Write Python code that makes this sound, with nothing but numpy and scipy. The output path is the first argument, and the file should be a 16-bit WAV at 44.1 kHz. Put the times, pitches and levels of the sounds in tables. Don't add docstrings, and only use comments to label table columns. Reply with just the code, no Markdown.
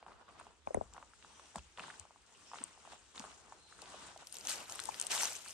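import sys
import numpy as np
from scipy import signal
from scipy.io import wavfile

SR = 44100
rng = np.random.default_rng(int(sys.argv[2]) if len(sys.argv) > 2 else 0)


def dump_mix(stems):
    frames = np.atleast_2d(stems).T
    limited = np.clip(frames, -1, 1)
    pcm = np.round(limited * 32767).astype(np.int16)
    wavfile.write(sys.argv[1], SR, pcm)


N = 243873
TIME = np.arange(N) / SR

# frequency in Hz, left-right correlation.
MIC_CORRELATION = [(60, 0.22), (300, 0.46), (900, 0.75), (1800, 0.24), (3000, 0.22), (7000, 0.24)]
# frequency in Hz, left over right in dB.
MIC_BALANCE = [(700, 0.5), (2500, -.5), (4500, 1.5), (7000, 5.5), (9000, 10), (11000, -0.5)]
SNAP_BALANCE = [(3000, 1), (6200, 2), (7300, 3), (8400, 12), (10300, 4)]
# frequency in Hz, relative spectral density in dB.
AIR_COLOUR = [(25, -19), (45, -0.5), (65, 9), (100, -5), (200, -35), (400, -16), (1000, -35)]
EARTH_COLOUR = [(75, -3.5), (250, -1.5), (520, -1)]
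HUMUS_COLOUR = [(360, -20), (580, 1), (900, -1)]
SOIL_COLOUR = [(240, -17), (380, -17.5), (550, -1.5), (850, 3), (1300, 2.5), (1900, -12.5), (2600, -19)]
TWIG_COLOUR = [(1400, -2), (2100, -4), (2900, -1), (3700, -3.5), (4600, -7.5), (6000, -14)]
LEAF_COLOUR = [(3800, -12), (5000, -8), (6300, -2.5), (8000, -2.5), (9800, -3), (11500, -1.5), (12800, -9),
               (14500, -28)]
# time in seconds, level in dB.
AIR_LEVELS = [(1, -72.5), (1.3, -76), (2.1, -80), (2.4, -76), (3.6, -74.5)]
# middle in seconds, length in seconds, pitch in Hz, level in dB.
BIRD_WHISTLES = [(2.496, 0.12, 5400, -62.5), (3.678, 0.35, 4100, -68.5)]
# middle in seconds, length in seconds, level in dB.
SWISHES = [(1.389, 0.44, -70)]
# centre in Hz, width in Hz, gain in dB.
SWISH_MODES = [(3220, 510, -3.5), (5900, 520, -0.5), (8300, 730, -6)]
# pitch in Hz, level in dB, left over right in dB.
CASE_MODES = [(1980, -39.5, -4), (3660, -54.5, -4), (6500, -42.5, -1), (8750, -30.5, -21)]
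# time in seconds, level in dB, pitch in Hz,
# left over right in dB, fall of pitch per cycle, cycles to the peak.
HAND_BUMPS = [(0.674, -26, 810, 3.5, 0.2, 1.23), (0.7082, -31, 564, 5, .03, 1.4),
              (0.7475, -20, 676, 1.5, .38, 1.17), (.773, -24.5, 512, 9, 0.8, 1.28),
              (0.8131, -25.5, 704, 8, .21, 1.32), (4.8908, -26, 887, 11, 0.016, 2.25)]
# time in seconds, level in dB, pitch in Hz.
HEEL_THUDS = [(1.567, -46.5, 208), (1.593, -49, 68.4), (1.807, -56.5, 187), (2.012, -57.5, 84.5),
              (2.612, -46.5, 266), (3.202, -47, 230)]
# time in seconds, level in dB, pitch in Hz.
PEBBLE_CLACKS = [(.0282, -44, 850), (.065, -42, 990), (0.0817, -46, 1030), (0.3994, -43.5, 1150),
                 (.412, -44, 1100), (0.4684, -43.5, 860), (0.9667, -42, 1050), (.9798, -39.5, 1120),
                 (1.0273, -39.5, 1150), (1.1354, -48, 1480), (1.2478, -44, 1250), (1.397, -46.5, 1120),
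                 (1.558, -30.5, 895), (1.7856, -36, 1080), (1.7957, -35.5, 1330), (1.84, -38, 1280),
                 (1.8835, -42, 960), (1.9025, -36, 1510), (1.941, -48.5, 1500), (2.0532, -48, 900),
                 (2.1083, -49, 920), (2.1606, -52.5, 1030), (2.5166, -41.5, 1120), (2.535, -36.5, 1020),
                 (2.5435, -41, 920), (2.5577, -39.5, 1200), (2.777, -50.5, 860), (2.8525, -45, 1000),
                 (2.876, -43.5, 853), (2.9335, -44, 800), (3.1796, -47.5, 1300), (3.2036, -40, 980),
                 (3.2408, -39, 950), (3.2504, -41.5, 1250), (3.524, -40.5, 960), (3.7258, -47.5, 1410),
                 (3.791, -47.5, 1400), (3.8256, -44.5, 770), (3.944, -43, 686), (4.1629, -43, 740),
                 (4.224, -45.5, 881), (4.7933, -38.5, 1520), (5.2339, -31.5, 970), (5.462, -41, 1520)]
# time in seconds, level in dB, pitch in Hz, share of clean ring from 0 to 1.
TWIG_SNAPS = [(.3988, -47, 8550, .94), (0.6732, -45.5, 2400, 0.7), (0.937, -41, 7500, 0.6),
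              (1.2258, -48, 2810, 0.1), (1.559, -34, 7900, 0.5), (1.583, -46, 3350, 0.7),
              (1.5924, -46.5, 2730, 0.7), (1.775, -40.5, 2800, 0.3), (1.796, -34.5, 2630, 0.53),
              (1.802, -37.5, 2720, 0.6), (1.9973, -34.5, 8200, 0.62), (2.35, -52, 2800, 0.56),
              (2.5858, -39.5, 2940, 0.36), (2.6394, -25, 8440, 0.94), (3.16, -45, 3080, 0),
              (3.1794, -35.5, 3830, .75), (3.196, -35, 5700, 0.06), (3.8189, -36, 7500, 0.13),
              (3.858, -46, 3160, 0), (4.176, -42, 6000, 0.2), (4.271, -36.5, 6500, 0.02),
              (4.3256, -33, 9000, .6), (4.3431, -36.5, 7200, 0.1), (4.3685, -36, 7400, 0),
              (4.452, -32.5, 6350, 0.46), (4.4721, -25, 6500, 0.65), (4.6976, -33, 6350, 0.26),
              (4.723, -31, 6900, 0.53), (4.757, -33.5, 8300, 0.7), (4.7931, -27.5, 3270, 0.44),
              (4.8007, -28, 8450, 0.44), (4.838, -34, 8800, .2), (4.8555, -26, 8600, 0.62),
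              (4.944, -35, 3770, 0.2), (4.9991, -22, 8560, 0.7), (5.0137, -19, 8100, 0.74),
              (5.0253, -29.5, 7300, 0.4), (5.068, -21.5, 8300, 0.64), (5.118, -20.5, 6250, 0.3),
              (5.178, -28, 3300, 0.1), (5.2337, -19, 6000, .85), (5.2555, -22.5, 6170, 0.73),
              (5.3537, -30, 6170, 0.62)]
# multiple of the snap's pitch, gain in dB.
SNAP_MODES = [(.8, -16), (1, 1.5), (1.2, -20)]
# time in seconds, its share from 0 to 1.
UNDERGROWTH = [(4.24, 0.07), (4.28, 0.68), (4.5, 0.39)]
# time in seconds, then soil, twig and leaf drive in dB.
RUSTLE = [(0, -62.5, -70, -76), (.63, -74.5, -72, -72.5), (1.52, -69, -64.5, -64), (2.18, -71, -70, -69),
          (2.97, -68.5, -65, -66), (3.66, -69, -69, -66), (5.52, -65.5, -57.5, -55.5)]
# middle in seconds, half length in seconds, drive in dB, leaves over soil in dB.
BRUSHES = [(1.355, 0.14, -66.0, -4), (1.976, 0.048, -67, 9), (2.526, 0.21, -65, 2.5),
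           (2.88, 0.069, -63.5, -2), (3.518, 0.093, -68, -10), (3.76, 0.068, -65, 3),
           (3.974, 0.15, -55.5, -4.5), (4.047, 0.039, -58.5, -0.5), (4.382, 0.058, -58.5, 4.5),
           (4.476, 0.035, -50, 1), (4.588, 0.051, -50.5, -4), (4.908, 0.22, -53, 1.5),
           (5.328, 0.068, -56.5, 12), (5.487, 0.0343, -57.5, 10)]
# end of the attack in seconds, hold in seconds,
# release to -60 dB in seconds, then soil, twig and leaf drive in dB.
STEPS = [(0.077, 0.038, 0.34, -53, -67.5, -72), (0.205, 0.012, 0.09, -53.0, -72, -77),
         (0.284, 0.21, 0.3, -59.5, -67, -73.5), (0.391, 0.013, 0.25, -56.0, -62, -64),
         (0.669, 0.15, 0.72, -59.5, -75, -66.5), (0.938, 0.057, 0.46, -56, -68, -68.5),
         (1.557, 0.028, 0.04, -50.5, -62, -57), (1.785, 0.012, 0.76, -51, -58, -62),
         (1.823, 0.061, 0.62, -50, -55, -60.5), (2.546, 0.06, 0.55, -52, -56.5, -57.5),
         (2.918, 0.013, 0.16, -50.5, -54.5, -59), (3.159, 0.06, 0.85, -51, -57.5, -55),
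         (3.308, 0.036, 0.3, -58.5, -64.5, -64.0), (4.199, 0.011, 0.24, -53.5, -58, -61),
         (4.492, 0.032, 0.26, -52, -42, -37.5), (4.701, 0.015, 0.5, -51, -64, -51),
         (5.114, 0.03, 0.66, -39, -37.5, -36), (5.199, 0.051, 0.33, -45, -41.5, -36.5)]

CASE_CLICK_S, CASE_RISE_CYCLES = .7453, 3.1
SNAP_RISE_S, SPLINTER_S = .0007, .0034
STEM_RING_CYCLES, STEM_RANGE_HZ = 5.6, (2470, 11230)
STEP_ATTACK_S, SAG_DB_PER_S = .027, 10
LEFT_LAG_S = .00004


def from_db(db):
    return 10 ** (np.asarray(db) / 20)


def rms_one(x):
    return x / np.sqrt(np.mean(x ** 2) + 1e-20)


def in_time(rows):
    s, *columns = np.transpose(rows)
    return [np.interp(TIME, s, c) for c in columns]


def at_hz(points, hz):
    f, value = np.transpose(points)
    return np.interp(np.log(hz), np.log(f), value)


def band(x, low_hz, high_hz, order=2):
    sos = signal.butter(order, [low_hz, min(high_hz, .48 * SR)], "band", fs=SR, output="sos")
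    return signal.sosfilt(sos, x + 1e-18)


def below(x, hz):
    return signal.sosfiltfilt(signal.butter(10, hz, fs=SR, output="sos"), x)


def panned(db):
    return rms_one(from_db([[db / 2], [-db / 2]]))


def add(out, s, sound):
    i = max(0, round(s * SR))
    out[:, i:i + sound.shape[1]] += sound[:, :N - i]


def coloured(colour, drive):
    edges = 1000 * 2 ** (np.arange(-16, 14) / 3)
    flicker_times = np.arange(0, N / SR, .018)
    white, out = rng.standard_normal((2, 2, N)) * drive, 0
    for k, (low, high) in enumerate(zip(edges, edges[1:])):
        hz = np.sqrt(low * high)
        if colour[0][0] < hz < colour[-1][0]:
            mid, side = band(white[k % 2], low, high)
            alike = at_hz(MIC_CORRELATION, hz)
            pair = np.sqrt(1 + alike) * mid + np.sqrt(1 - alike) * side * [[1], [-1]]
            flicker_db = rng.normal(0, 2.28, len(flicker_times))
            gain = np.interp(TIME, flicker_times, from_db(at_hz(colour, hz) + flicker_db))
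            out = out + pair * gain * panned(at_hz(MIC_BALANCE, hz))
    return rms_one(out)


def swell(cycles, rise):
    return (cycles / rise * np.exp(1 - cycles / rise)) ** 3


def knock(hz, fall, rise, lag, tail_db):
    cycles = TIME[:int(30 * SR / hz)] * hz
    phase = 2 * np.pi * (1 + fall * rise) * np.log1p(fall * cycles) / fall + rng.uniform(0, 2 * np.pi)
    ring = swell(cycles, rise) * np.sin(phase + [[0], [lag]])
    scatter = rms_one(band(rng.standard_normal(SR // 2)[:len(cycles)], hz / 2, hz * 1.1))
    return ring + from_db(tail_db) * scatter * (1 - np.exp(-cycles / rise)) * np.exp(-cycles / 8)


def air():
    return from_db(in_time(AIR_LEVELS)[0]) * coloured(AIR_COLOUR, 1)


def far_bird():
    out = np.zeros((2, N))
    for s, length, hz, db in BIRD_WHISTLES:
        whistle = rms_one(band(rng.standard_normal((2, SR)), hz * .95, hz * 1.05))
        shape = np.hanning(int(length * SR))
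        add(out, s - length / 2, from_db(db) * whistle[:, :len(shape)] * shape)
    return out


def trouser_swish():
    out = np.zeros((2, N))
    for s, length, db in SWISHES:
        shape = np.hanning(int(length * SR))
        for hz, width, mode_db in SWISH_MODES:
            noise = rng.standard_normal((2, SR))
            mid, side = band(noise, hz - width / 2, hz + width / 2)[:, :len(shape)]
            cloth = panned(at_hz(MIC_BALANCE, hz)) * rms_one(mid + side * [[.5], [-.5]])
            add(out, s - length / 2, from_db(db + mode_db) * cloth * shape)
    return out


def case_click():
    out, t = np.zeros((2, N)), TIME[:SR // 25]
    for hz, db, pan_db in CASE_MODES:
        ring = swell(t * hz, CASE_RISE_CYCLES) * np.sin(2 * np.pi * hz * t)
        add(out, CASE_CLICK_S - CASE_RISE_CYCLES / hz, from_db(db) * panned(pan_db) * ring)
    return out


def hand_bumps():
    out = np.zeros((2, N))
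    for s, db, hz, pan_db, fall, rise in HAND_BUMPS:
        gain = from_db(db) * panned(pan_db)
        add(out, s - rise / hz, gain * knock(hz, fall, rise, lag=2.36, tail_db=-20))
        grip = fall * gain
        add(out, s, grip * from_db(-2.5) * knock(266, fall=.33, rise=.94, lag=2.47, tail_db=-29))
        add(out, s, grip * from_db(-11.5) * knock(78, fall=.095, rise=.71, lag=2, tail_db=-18))
    return out


def heel_thuds(rise=1.7):
    out = np.zeros((2, N))
    for s, db, hz in HEEL_THUDS:
        add(out, s - rise / hz, from_db(db) * knock(hz, fall=.025, rise=rise, lag=.67, tail_db=-13.5))
    return out


def pebbles(rise=1.188):
    out = np.zeros((2, N))
    for s, db, hz in PEBBLE_CLACKS:
        clack = knock(hz, fall=.13, rise=rise, lag=0, tail_db=-13)
        grit = rms_one(band(rng.standard_normal(SR // 10), 1400, 3100))[:clack.shape[1]]
        tick = grit * swell(TIME[:len(grit)] * hz, rise)
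        add(out, s - rise / hz, from_db(db) * (clack + from_db(-17.5) * tick))
    return out


def twig_snaps():
    out, t = np.zeros((2, N)), TIME[:SR // 25]
    splintering = np.exp(-t / SPLINTER_S) * np.minimum(t / SNAP_RISE_S, 1)
    for s, db, hz, clean in TWIG_SNAPS:
        rise = max(SNAP_RISE_S * hz, 3.2)
        burst, ring = swell(t * hz, rise), 0
        for ratio, mode_db in SNAP_MODES:
            gain = from_db(mode_db + rng.normal(0, 1)) * panned(at_hz(SNAP_BALANCE, hz * ratio))
            phase = 2 * np.pi * (hz * ratio * t + rng.random()) + rng.uniform(0, 1, (2, 1))
            ring = ring + gain * burst * np.sin(phase)
        top_hz = 9000 + 3000 * np.interp(s, *np.transpose(UNDERGROWTH))
        mid, side = band(rng.standard_normal((2, len(t))), hz * .37, min(hz * 1.5, top_hz), order=4)
        noise = panned(at_hz(SNAP_BALANCE, hz)) * rms_one(mid + side * [[.5], [-.5]])
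        crack = from_db(-2) * noise * (burst + splintering) / 2
        add(out, s - rise / hz, from_db(db) * (clean * ring + (1 - clean) * crack))
    return out


def stems(per_s):
    pitches = np.geomspace(*STEM_RANGE_HZ, 32)
    per_s = np.maximum(per_s, 100)
    cracks = rng.standard_normal(N) * (rng.random(N) < per_s / SR) / np.sqrt(per_s)
    crack_hz, out = rng.choice(pitches, N), 0
    for hz in pitches:
        radius, angle = np.exp(-hz / (STEM_RING_CYCLES * SR)), 2 * np.pi * hz / SR
        resonator = [1, -2 * radius * np.cos(angle), radius ** 2]
        ring = signal.lfilter([np.sin(angle)], resonator, cracks * (crack_hz == hz) + 1e-18)
        place = panned(at_hz(MIC_BALANCE, hz) + rng.normal(0, 3.7))
        out = out + from_db(at_hz(LEAF_COLOUR, hz)) * place * ring
    return rms_one(out)


def fractures(colour, per_s, spread_db, rub, clump_db):
    sizes = from_db(spread_db * np.minimum(rng.exponential(1, N), 3))
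    clumps = from_db(clump_db * np.tanh(rms_one(band(rng.standard_normal(N), 12, 107))))
    cracks = rms_one(sizes * clumps * (rng.random(N) < per_s / SR))
    return coloured(colour, np.sqrt((cracks ** 2 + rub ** 2) / (1 + rub ** 2)))


def tread():
    clock = np.linspace(0, N / SR, N // 64)
    power = from_db([np.interp(clock, TIME, db) for db in in_time(RUSTLE)]) ** 2
    for s, hold, release, *levels in STEPS:
        t = clock - s
        attack = np.clip(1 + t / STEP_ATTACK_S, 0, 1) ** 2
        sag_db = SAG_DB_PER_S * (np.clip(t, 0, hold) - hold / 2)
        release_db = 60 * np.clip((t - hold) / release, 0, 2)
        power = power + np.outer(from_db(levels), attack * from_db(-sag_db - release_db)) ** 2
    pressing = power[0]
    for s, half, db, leafy_db in BRUSHES:
        levels = [db - leafy_db / 2, db - .7, db + leafy_db / 2]
        sweep = np.exp(-.5 * ((clock - s) / half) ** 4)
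        power = power + np.outer(from_db(levels), sweep) ** 2
    return in_time(np.column_stack([clock, *10 * np.log10(power), 1 - pressing / power[0]]))


def crunch():
    soil_db, twig_db, leaf_db, dragging = tread()
    lush = in_time(UNDERGROWTH)[0]
    slide = np.clip(from_db(-(soil_db + 61)), .25, 2) + dragging + .5 * lush
    soil = fractures(SOIL_COLOUR, per_s=300, spread_db=2.5, rub=slide, clump_db=2.5)
    humus = fractures(HUMUS_COLOUR, per_s=360, spread_db=1, rub=1, clump_db=-1.5)
    earth = coloured(EARTH_COLOUR, 1)
    twigs = fractures(TWIG_COLOUR, per_s=800, spread_db=3, rub=slide + .9, clump_db=5.5)
    leaves = fractures(LEAF_COLOUR, per_s=1400, spread_db=1.5, rub=1.4 - lush, clump_db=4)
    crackle = stems(per_s=390 * from_db(1.3 * (leaf_db + 45.5)))
    litter = (soil * from_db(soil_db - 4.5) * (1 - .46 * lush)
              + humus * from_db(soil_db - 1.7) * lush
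              + earth * from_db(.62 * soil_db - 34.5 + 3 * dragging)
              + twigs * from_db(twig_db - 3)
              + leaves * from_db(leaf_db + .48 + 1.7 * lush)
              + crackle * from_db(leaf_db + 1.5) * lush)
    dull = below(litter, 9320)
    return dull + .73 * lush * (litter - dull)


def scene():
    left, right = crunch() + twig_snaps() + pebbles()
    allpass = (1 - LEFT_LAG_S * SR) / (1 + LEFT_LAG_S * SR)
    late = signal.lfilter([allpass, 1], [1, allpass], left)
    ground = np.stack([left + below(late - left, 10830), right])
    return ground + trouser_swish() + heel_thuds() + hand_bumps() + case_click() + air() + far_bird()


def record(dry):
    heard = signal.sosfilt(signal.butter(2, 30, "high", fs=SR, output="sos"), dry)
    heard = signal.sosfilt(signal.butter(10, 12700, fs=SR, output="sos"), heard)
    return signal.sosfilt(signal.cheby2(12, 70, 15900, fs=SR, output="sos"), heard)


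dry = scene()
out = record(dry)
dump_mix(out)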